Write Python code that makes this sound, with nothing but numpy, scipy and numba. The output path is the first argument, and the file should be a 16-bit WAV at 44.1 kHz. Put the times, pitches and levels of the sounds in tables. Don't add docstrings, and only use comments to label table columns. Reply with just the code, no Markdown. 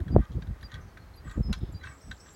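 import sys
import numpy as np
from scipy import signal
from scipy.io import wavfile
from scipy.ndimage import uniform_filter1d
from numba import njit

SR = 44100
rng = np.random.default_rng(int(sys.argv[2]) if len(sys.argv) > 2 else 0)


def dump(signal):
    limited = np.clip(np.atleast_2d(signal).T, -1, 1)
    pcm = np.round(limited * 32767).astype(np.int16)
    wavfile.write(sys.argv[1], SR, pcm)


def undo_db(level):
    steps = np.asarray(level, float) / 20
    return 10 ** steps


N = 103635

# [t/s, peak level/dB, wood level/dB, tick level/dB]
KNOCKS = [(0.0014, -38.5, -1.5, -70), (0.0798, -37, 1.5, -71), (0.207, -59, 1.5, -68),
          (0.2307, -52, 11.5, -78), (0.4206, -34, 4.5, -78), (0.4688, -39, -0.5, -77),
          (0.609, -35.5, -17, -74), (0.627, -33, -2.5, -70), (0.7159, -29.5, -4.5, -73),
          (0.7396, -29.5, -5, -64), (0.7525, -37.5, 2.5, -74), (0.9718, -36.5, 4.5, -72),
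          (1.295, -32.5, -6, -77), (1.31, -30.5, -5, -62.5), (1.5268, -13.5, -8, -50.5),
          (1.586, -47, -4, -67), (1.813, -58, 13, -79), (1.830, -43, 10, -81), (1.8357, -36, 12.5, -84),
          (1.844, -40.5, 11.5, -70), (1.859, -45, 9, -76), (1.87, -39, 11.5, -80), (1.882, -49, 17, -83),
          (1.898, -60, 9, -80), (1.914, -54, 9, -80), (1.5335, -29, 1, -70), (1.538, -31.5, 4.5, -73),
          (2.1119, -22.5, 1, -63), (2.2609, -44.5, 1, -79), (2.283, -48.5, 9, -82)]
# [f/Hz, level/dB, 60 dB decay/s]
WOOD_MODES = [(1040, -15, 0.047), (1528, 3, 0.016), (1631, -1, 0.031), (1866, 2.5, 0.008),
              (2197, -16, 0.03), (2344, -12.5, 0.031)]
# [f/Hz, level/dB, 60 dB decay/s]
WIRE_MODES = [(2653, -12, 0.0099), (3240, -3, 0.016), (3550, -1, 0.0094), (3800, -2.5, 0.012),
              (4100, -5.5, 0.011), (4300, -7.5, 0.013), (4520, -10, .012), (5060, -15, .01),
              (5760, -11, 0.011), (6530, -8, 0.0067), (7370, -13.5, 0.009)]
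# [start t/s, length/s, level/dB]
GRINDS = [
    (0.224, 0.035, -65),
    (0.313, 0.045, -68.5),
    (.69, .09, -66),
    (1.25, 0.052, -74),
    (1.534, 0.057, -63),
    (1.828, 0.056, -58.5),
    (2.12, 0.056, -66),
    (2.255, 0.066, -69.5),
]
# [start t/s, length/s, level/dB]
SCRAPES = [
    (0.158, 0.13, -57),
    (0.437, 0.31, -67.5),
    (0.667, 0.16, -56),
    (1.219, 0.16, -55),
    (1.508, 0.029, -80),
    (1.772, 0.2, -56.5),
    (2.245, 0.04, -62),
]
# [f/Hz, width/Hz, level/dB]
GUIDE_MODES = [(1215, 70, 9), (1540, 70, 8), (1880, 55, 7), (3300, 300, -6)]
# [start t/s, length/s, level/dB]
SQUEAKS = [
    (0.102, 0.054, -58),
    (0.625, 0.061, -51),
    (1.159, 0.056, -57),
    (1.731, 0.066, -53.5),
    (2.333, 0.055, -57),
]
OVERTONES_DB = [-31, -28]
# [start t/s, f/Hz, level/dB]
PEEPS = [
    (0.617, 10800, -67.5),
    (1.157, 10960, -64),
    (1.719, 10860, -68.5),
    (2.325, 10900, -70),
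]
# [t/s, peak level/dB]
TAPS = [
    (.002, -50),
    (.079, -46.5),
    (.629, -46.5),
    (.717, -43),
    (.731, -49),
    (.756, -42),
    (.971, -47),
    (1.813, -47.5),
    (1.871, -50),
]
# [centre t/s, length/s, level/dB]
GUSTS = [(-0, 0.097, -27), (0.071, 0.046, -31.5), (0.108, 0.072, -26), (0.151, 0.072, -20.5),
         (0.191, 0.061, -19), (0.232, 0.022, -37.5), (0.314, 0.063, -33.5), (0.373, 0.092, -28),
         (0.436, 0.067, -36.5), (0.499, 0.1, -32), (0.55, .06, -49.5), (0.603, 0.019, -43.5),
         (0.644, 0.062, -41.5), (0.754, 0.066, -36.5), (0.8, 0.065, -40), (0.858, 0.092, -44.5),
         (1.095, 0.57, -54.5), (1.208, 0.092, -53.5), (1.277, 0.12, -39), (1.383, 0.072, -24.5),
         (1.408, 0.016, -25), (1.465, 0.07, -29), (1.505, 0.073, -25), (1.58, 0.083, -36.5),
         (1.63, 0.061, -28.5), (1.693, 0.065, -35.5), (1.745, 0.078, -36.5), (1.851, 0.24, -47.5),
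         (2.076, 0.086, -39.5), (2.121, 0.084, -47)]
# [centre t/s, length/s, f/Hz, level/dB]
THUMPS = [(.005, 0.063, 300, -40), (0.036, 0.021, 268, -42), (.128, 0.022, 325.4, -32.5),
          (0.158, 0.013, 633, -29), (0.185, 0.016, 572, -32.5), (0.357, 0.034, 276.8, -39.5),
          (0.386, 0.023, 385, -39), (0.446, 0.025, 214, -43), (1.266, .03, 265.4, -47.5),
          (1.382, 0.017, 561.4, -37.5), (1.403, 0.013, 580, -39), (1.379, 0.017, 289.3, -30.5),
          (1.403, 0.013, 310, -28), (1.462, 0.015, 255, -43), (1.503, 0.045, 170.7, -27.5),
          (1.638, 0.028, 373.6, -36), (1.697, 0.034, 296, -45.5), (1.734, 0.02, 214, -42),
          (2.097, 0.05, 198.1, -43.5)]
# [start t/s, length/s, first f/Hz, last f/Hz, level/dB]
WHISTLES = [(1.232, .115, 7830, 7780, -67), (1.42, .075, 5800, 5120, -54), (1.487, .055, 5200, 5145, -58),
            (1.535, .058, 5170, 5145, -59), (1.585, .15, 5140, 5160, -70), (1.728, .06, 4150, 4020, -69),
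            (1.79, .045, 4010, 3980, -60), (1.85, .025, 4050, 4050, -62), (.805, .02, 5800, 6200, -69),
            (1.722, .014, 7900, 6600, -63), (1.932, .012, 7500, 6800, -68), (2.3, .012, 7900, 6600, -63),
            (2.165, .012, 5000, 6800, -64), (1.978, .01, 4900, 7000, -67), (1.883, .012, 4900, 7000, -65),
            (1.91, .03, 2250, 2250, -61), (1.852, .04, 2700, 2620, -59)]
# [start t/s, note length/s, top f/Hz, level/dB]
CHIRPS = [
    (1.829, .15, 8330, -65.5),
    (1.993, .17, 8270, -66),
    (2.176, .16, 8170, -62.5),
]
# [start t/s, length/s,
# centre f/Hz, width/Hz, level/dB]
CHATTER = [(.81, .1, 6000, 600, -73), (1.27, .15, 7300, 900, -69), (1.6, .12, 3700, 1100, -66),
           (1.83, .13, 5600, 1500, -69), (1.998, .15, 5600, 900, -67), (2.185, .165, 5650, 1000, -65),
           (.865, .08, 4500, 200, -73), (.99, .11, 4250, 250, -73), (1.13, .1, 4150, 250, -72),
           (2.29, .07, 7300, 1000, -66), (2.1, .1, 7300, 900, -70), (1.92, .08, 7400, 800, -71)]
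# [f/Hz, level per Hz/dB]
HUSH_COLOUR = [(150, -5), (774, -11.5), (1560, -14), (2870, -27), (3550, -25.5), (8000, -33.5),
               (10500, -35), (15500, -30.5)]


def set_rms(x, db):
    return x * undo_db(db) / np.sqrt(np.mean(x ** 2))


@njit
def moving_filter(x, hz, damping):
    low, mid = np.empty(len(x)), np.empty(len(x))
    b, l = 0., 0.
    for i in range(len(x)):
        g = np.tan(np.pi * hz[i] / SR)
        v = (b + g * (x[i] - l)) / (1 + g * (g + damping))
        low[i], mid[i] = l + g * v, damping * v
        b, l = 2 * v - b, l + 2 * g * v
    return low, mid


def bandpass(x, hz, width):
    return moving_filter(x, np.full(N, 1. * hz), width / hz)[1]


def ring(x, hz, t60):
    pole = np.exp(2j * np.pi * hz / SR - np.log(1000) / (t60 * SR))
    return signal.lfilter([1], [1, -pole], x).imag


def span(start, length, edge):
    u = np.clip((np.arange(N) / SR - start) / length, 0, 1)
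    ramp = np.clip(np.minimum(u, 1 - u) / edge, 0, 1)
    return u, np.sin(np.pi / 2 * ramp) ** 2


def walk(rate):
    k = int(SR / rate)
    steps = np.repeat(rng.standard_normal(N // k + 1), k)
    return 0.85 * uniform_filter1d(uniform_filter1d(steps, k), k)[:N]


def tone(hz):
    return np.sqrt(2) * np.sin(2 * np.pi * np.cumsum(hz) / SR)


def echo(x, t60):
    tail = rng.standard_normal(SR // 2) * 1000. ** (-np.arange(SR // 2) / SR / t60)
    return signal.fftconvolve(x, tail / np.sqrt(np.sum(tail ** 2)))[:N]


def sparks(rate, scatter_db):
    chance, sign, size = rng.random((3, N))
    clicks = (chance < rate / SR) * np.sign(sign - .5)
    return set_rms(clicks * undo_db(-scatter_db * np.log(1 - size)), 0)


def high_pass(x, order, hz):
    return signal.sosfilt(signal.butter(order, hz, "high", fs=SR, output="sos"), x)


def knocks():
    length, t = 4000, np.arange(4000) / SR
    rattle_s, contact_hz, tick_hz = 0.005, 6250, 8900
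    knock_db, echo_db, echo_t60_s = -2.5, -9, 0.091
    out, rattle = np.zeros(N), sparks(1500, 1.0)
    soft = signal.butter(3, contact_hz, "low", fs=SR, output="sos")
    all_luck = rng.standard_normal((len(KNOCKS), 17))
    for (s, db, wood_db, tick_db), luck in zip(KNOCKS, all_luck):
        i = int((s + 0.00059) * SR)
        push = np.resize(rattle[i:], length) * 0.1 * np.exp(-t / rattle_s) * np.minimum(t / 0.00064, 1)
        push[0] = .4
        wire, wood = 0, 0
        for k, ((f, g, t60), r) in enumerate(zip(WIRE_MODES, luck)):
            wire = wire + (-1) ** k * undo_db(g + 2 * r) * ring(push, f * (1 + 0.008 * r), t60)
        for (f, g, t60), r in zip(WOOD_MODES, luck[11:]):
            wood = wood + np.sign(r) * undo_db(g + r) * ring(push, f * (1 + 0.005 * r), t60)
        body = signal.sosfilt(soft, wire + undo_db(wood_db) * wood) / 3
        hiss = uniform_filter1d(rng.standard_normal(length), size=3)
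        tick = high_pass(hiss * np.exp(-t / 0.0051) * np.minimum(t / 0.00085, 1), 3, tick_hz)
        hit = undo_db(db + knock_db) * body + undo_db(tick_db + 19.5) * tick
        out[i:i + length] += hit[:N - i]
    out = high_pass(out, 3, 780)
    return out + undo_db(echo_db) * echo(out, echo_t60_s)


def grinds():
    grains = sparks(1200, 2.5) * undo_db(2.5 * walk(120))
    wire = 0
    for k, (f, g, t60) in enumerate(WIRE_MODES):
        wire = wire + (-1) ** k * undo_db(g) * ring(grains, f, t60)
    return set_rms(wire, 0) * sum(undo_db(db) * span(s, n, 0.2)[1] for s, n, db in GRINDS)


def scrapes():
    slips = sparks(4000, 2.5) * undo_db(2.2 * walk(80))
    out = 0
    for f, width, g in GUIDE_MODES:
        late = 0.035 * np.log2(1900 / min(f, 1900))
        strokes = sum(undo_db(db) * span(s + late, n, 0.36)[1] for s, n, db in SCRAPES)
        grating = set_rms(bandpass(bandpass(slips, f, width), f, f / 2), 0)
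        out = out + undo_db(g - 9.0) * grating * strokes
    return out


def squeaks():
    squeak_hz, bend, peep_s, peep_rise = 4763, 0.01, 0.0187, 0.086
    out, drift = 0, 1 + 0.011 * walk(110)
    for s, n, db in SQUEAKS:
        u, env = span(s, n, 0.55)
        hz = squeak_hz * (drift + bend * (1 - 2 * u) ** 3)
        voice = sum(undo_db(g) * tone(k * hz) for k, g in zip((1, 2, 3), [0] + OVERTONES_DB))
        out = out + undo_db(db + 2. * walk(120)) * env * voice
    for s, hz, db in PEEPS:
        u, env = span(s, peep_s, 0.16)
        out = out + undo_db(db) * env * tone(hz * (1 + peep_rise * u + 0.0046 * walk(660)))
    return out + undo_db(-15) * echo(out, .1)


def taps():
    brace_hz, brace_t60_s = 1870, 0.037
    out = 0
    for (s, db), r in zip(TAPS, rng.standard_normal(len(TAPS))):
        push = span(s, .0003, .5)[1]
        out = out + undo_db(db) * ring(push, brace_hz * (1 + .02 * r), brace_t60_s) / 5
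    return out


def steady(x):
    return x / np.sqrt(uniform_filter1d(x ** 2, size=2000) + 1e-9)


def wind():
    calm_db, eddy_db, rumble_hz = -57.5, -2.5, 59.2
    pop_s, pop_hz, pop_t60_s, pop_db = .1633, 480, .008, 1
    gust = undo_db(calm_db) + sum(undo_db(db) * span(s - n / 2, n, 0.56)[1] for s, n, db in GUSTS)
    hz = np.clip(82 * (gust / undo_db(-40)) ** 0.2045, 30, 2000)
    eddies = moving_filter(rng.standard_normal(N), hz, 1.8)[0]
    eddies = moving_filter(eddies, 2.0 * hz, 0.68)[0]
    eddies = moving_filter(eddies, 2.66 * hz, 1.1)[0]
    rumble = bandpass(bandpass(rng.standard_normal(N), rumble_hz, 64), rumble_hz, 64)
    slap = ring(span(pop_s, 0.00082, 0.77)[1], pop_hz, pop_t60_s)
    slap = slap / slap.max() + .8 * span(pop_s, .005, .25)[1]
    x = (steady(rumble) + undo_db(eddy_db) * steady(eddies)) * gust
    x = x + undo_db(pop_db) * slap / slap.max()
    swirl = 1 + .22 * walk(160)
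    for s, n, f, db in THUMPS:
        x = x + undo_db(db) * span(s - n / 2, n, 0.74)[1] * tone(f * swirl)
    return high_pass(x, 5, 38.2)


def birds():
    settle_s, flutter_db, rough = 0.0092, 2.5, .6
    flick_s, flick_hz, flick_db, sag_hz = .018, 4000, -4, 750
    trees_db, trees_t60_s = -8, .22
    out, flutter = 0, walk(150)
    for s, n, first, last, db in WHISTLES:
        u, env = span(s, n, 0.29)
        hz = last * (1 + 0.0043 * flutter) + (first - last) * np.exp(-u * n / settle_s)
        out = out + undo_db(db + flutter_db * flutter - 1. * u) * env * tone(hz)
    for s, n, top_hz, db in CHIRPS:
        u, env = span(s, flick_s, 0.085)
        flick = tone(flick_hz + (top_hz - flick_hz) * u)
        out = out + undo_db(db + flick_db) * (1 + rough * walk(560)) * env * flick
        u, env = span(s + flick_s, n, 0.046)
        sag = tone(top_hz - sag_hz * u ** .65 + (50. + 220. 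* u ** 2) * walk(500))
        out = out + undo_db(db + 3.0 * flutter - 4.0 * u) * (1 + rough * walk(700)) * env * sag
    for s, n, hz, width, db in CHATTER:
        u, env = span(s, n, .12)
        wander = hz + width / 3 * walk(140)
        voices = moving_filter(rng.standard_normal(N), wander, width / hz / 2)[1]
        blur = set_rms(bandpass(voices, hz, 2 * width), db)
        out = out + blur * env * undo_db(3. * walk(110) + 3 - 7 * u)
    return out + undo_db(trees_db) * echo(out, trees_t60_s)


def hush():
    colour_hz, colour_db = np.transpose(HUSH_COLOUR)
    out, swell = 0, walk(0.5)
    for hz in 160 * 2 ** np.arange(0, 6.8, 1 / 3):
        db = np.interp(np.log(hz), np.log(colour_hz), colour_db) + 0.27 * swell + 0.43 * walk(8.97)
        noise = bandpass(bandpass(rng.standard_normal(N), hz, hz / 3), hz, hz / 3)
        out = out + undo_db(db) * noise
    return set_rms(out, -57.5)


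def scene():
    figure = knocks() + grinds() + scrapes() + squeaks() + taps()
    return (figure + wind() + birds() + hush())[None]


def band_limit(x):
    return signal.sosfilt(signal.butter(12, 16440, fs=SR, output="sos"), x)


def record(dry):
    treble_cut = signal.ellip(8, .3, 60, 15850, fs=SR, output="sos")
    mix = signal.sosfilt(treble_cut, dry)
    return band_limit(mix)


dry = scene()
out = record(dry)
dump(out)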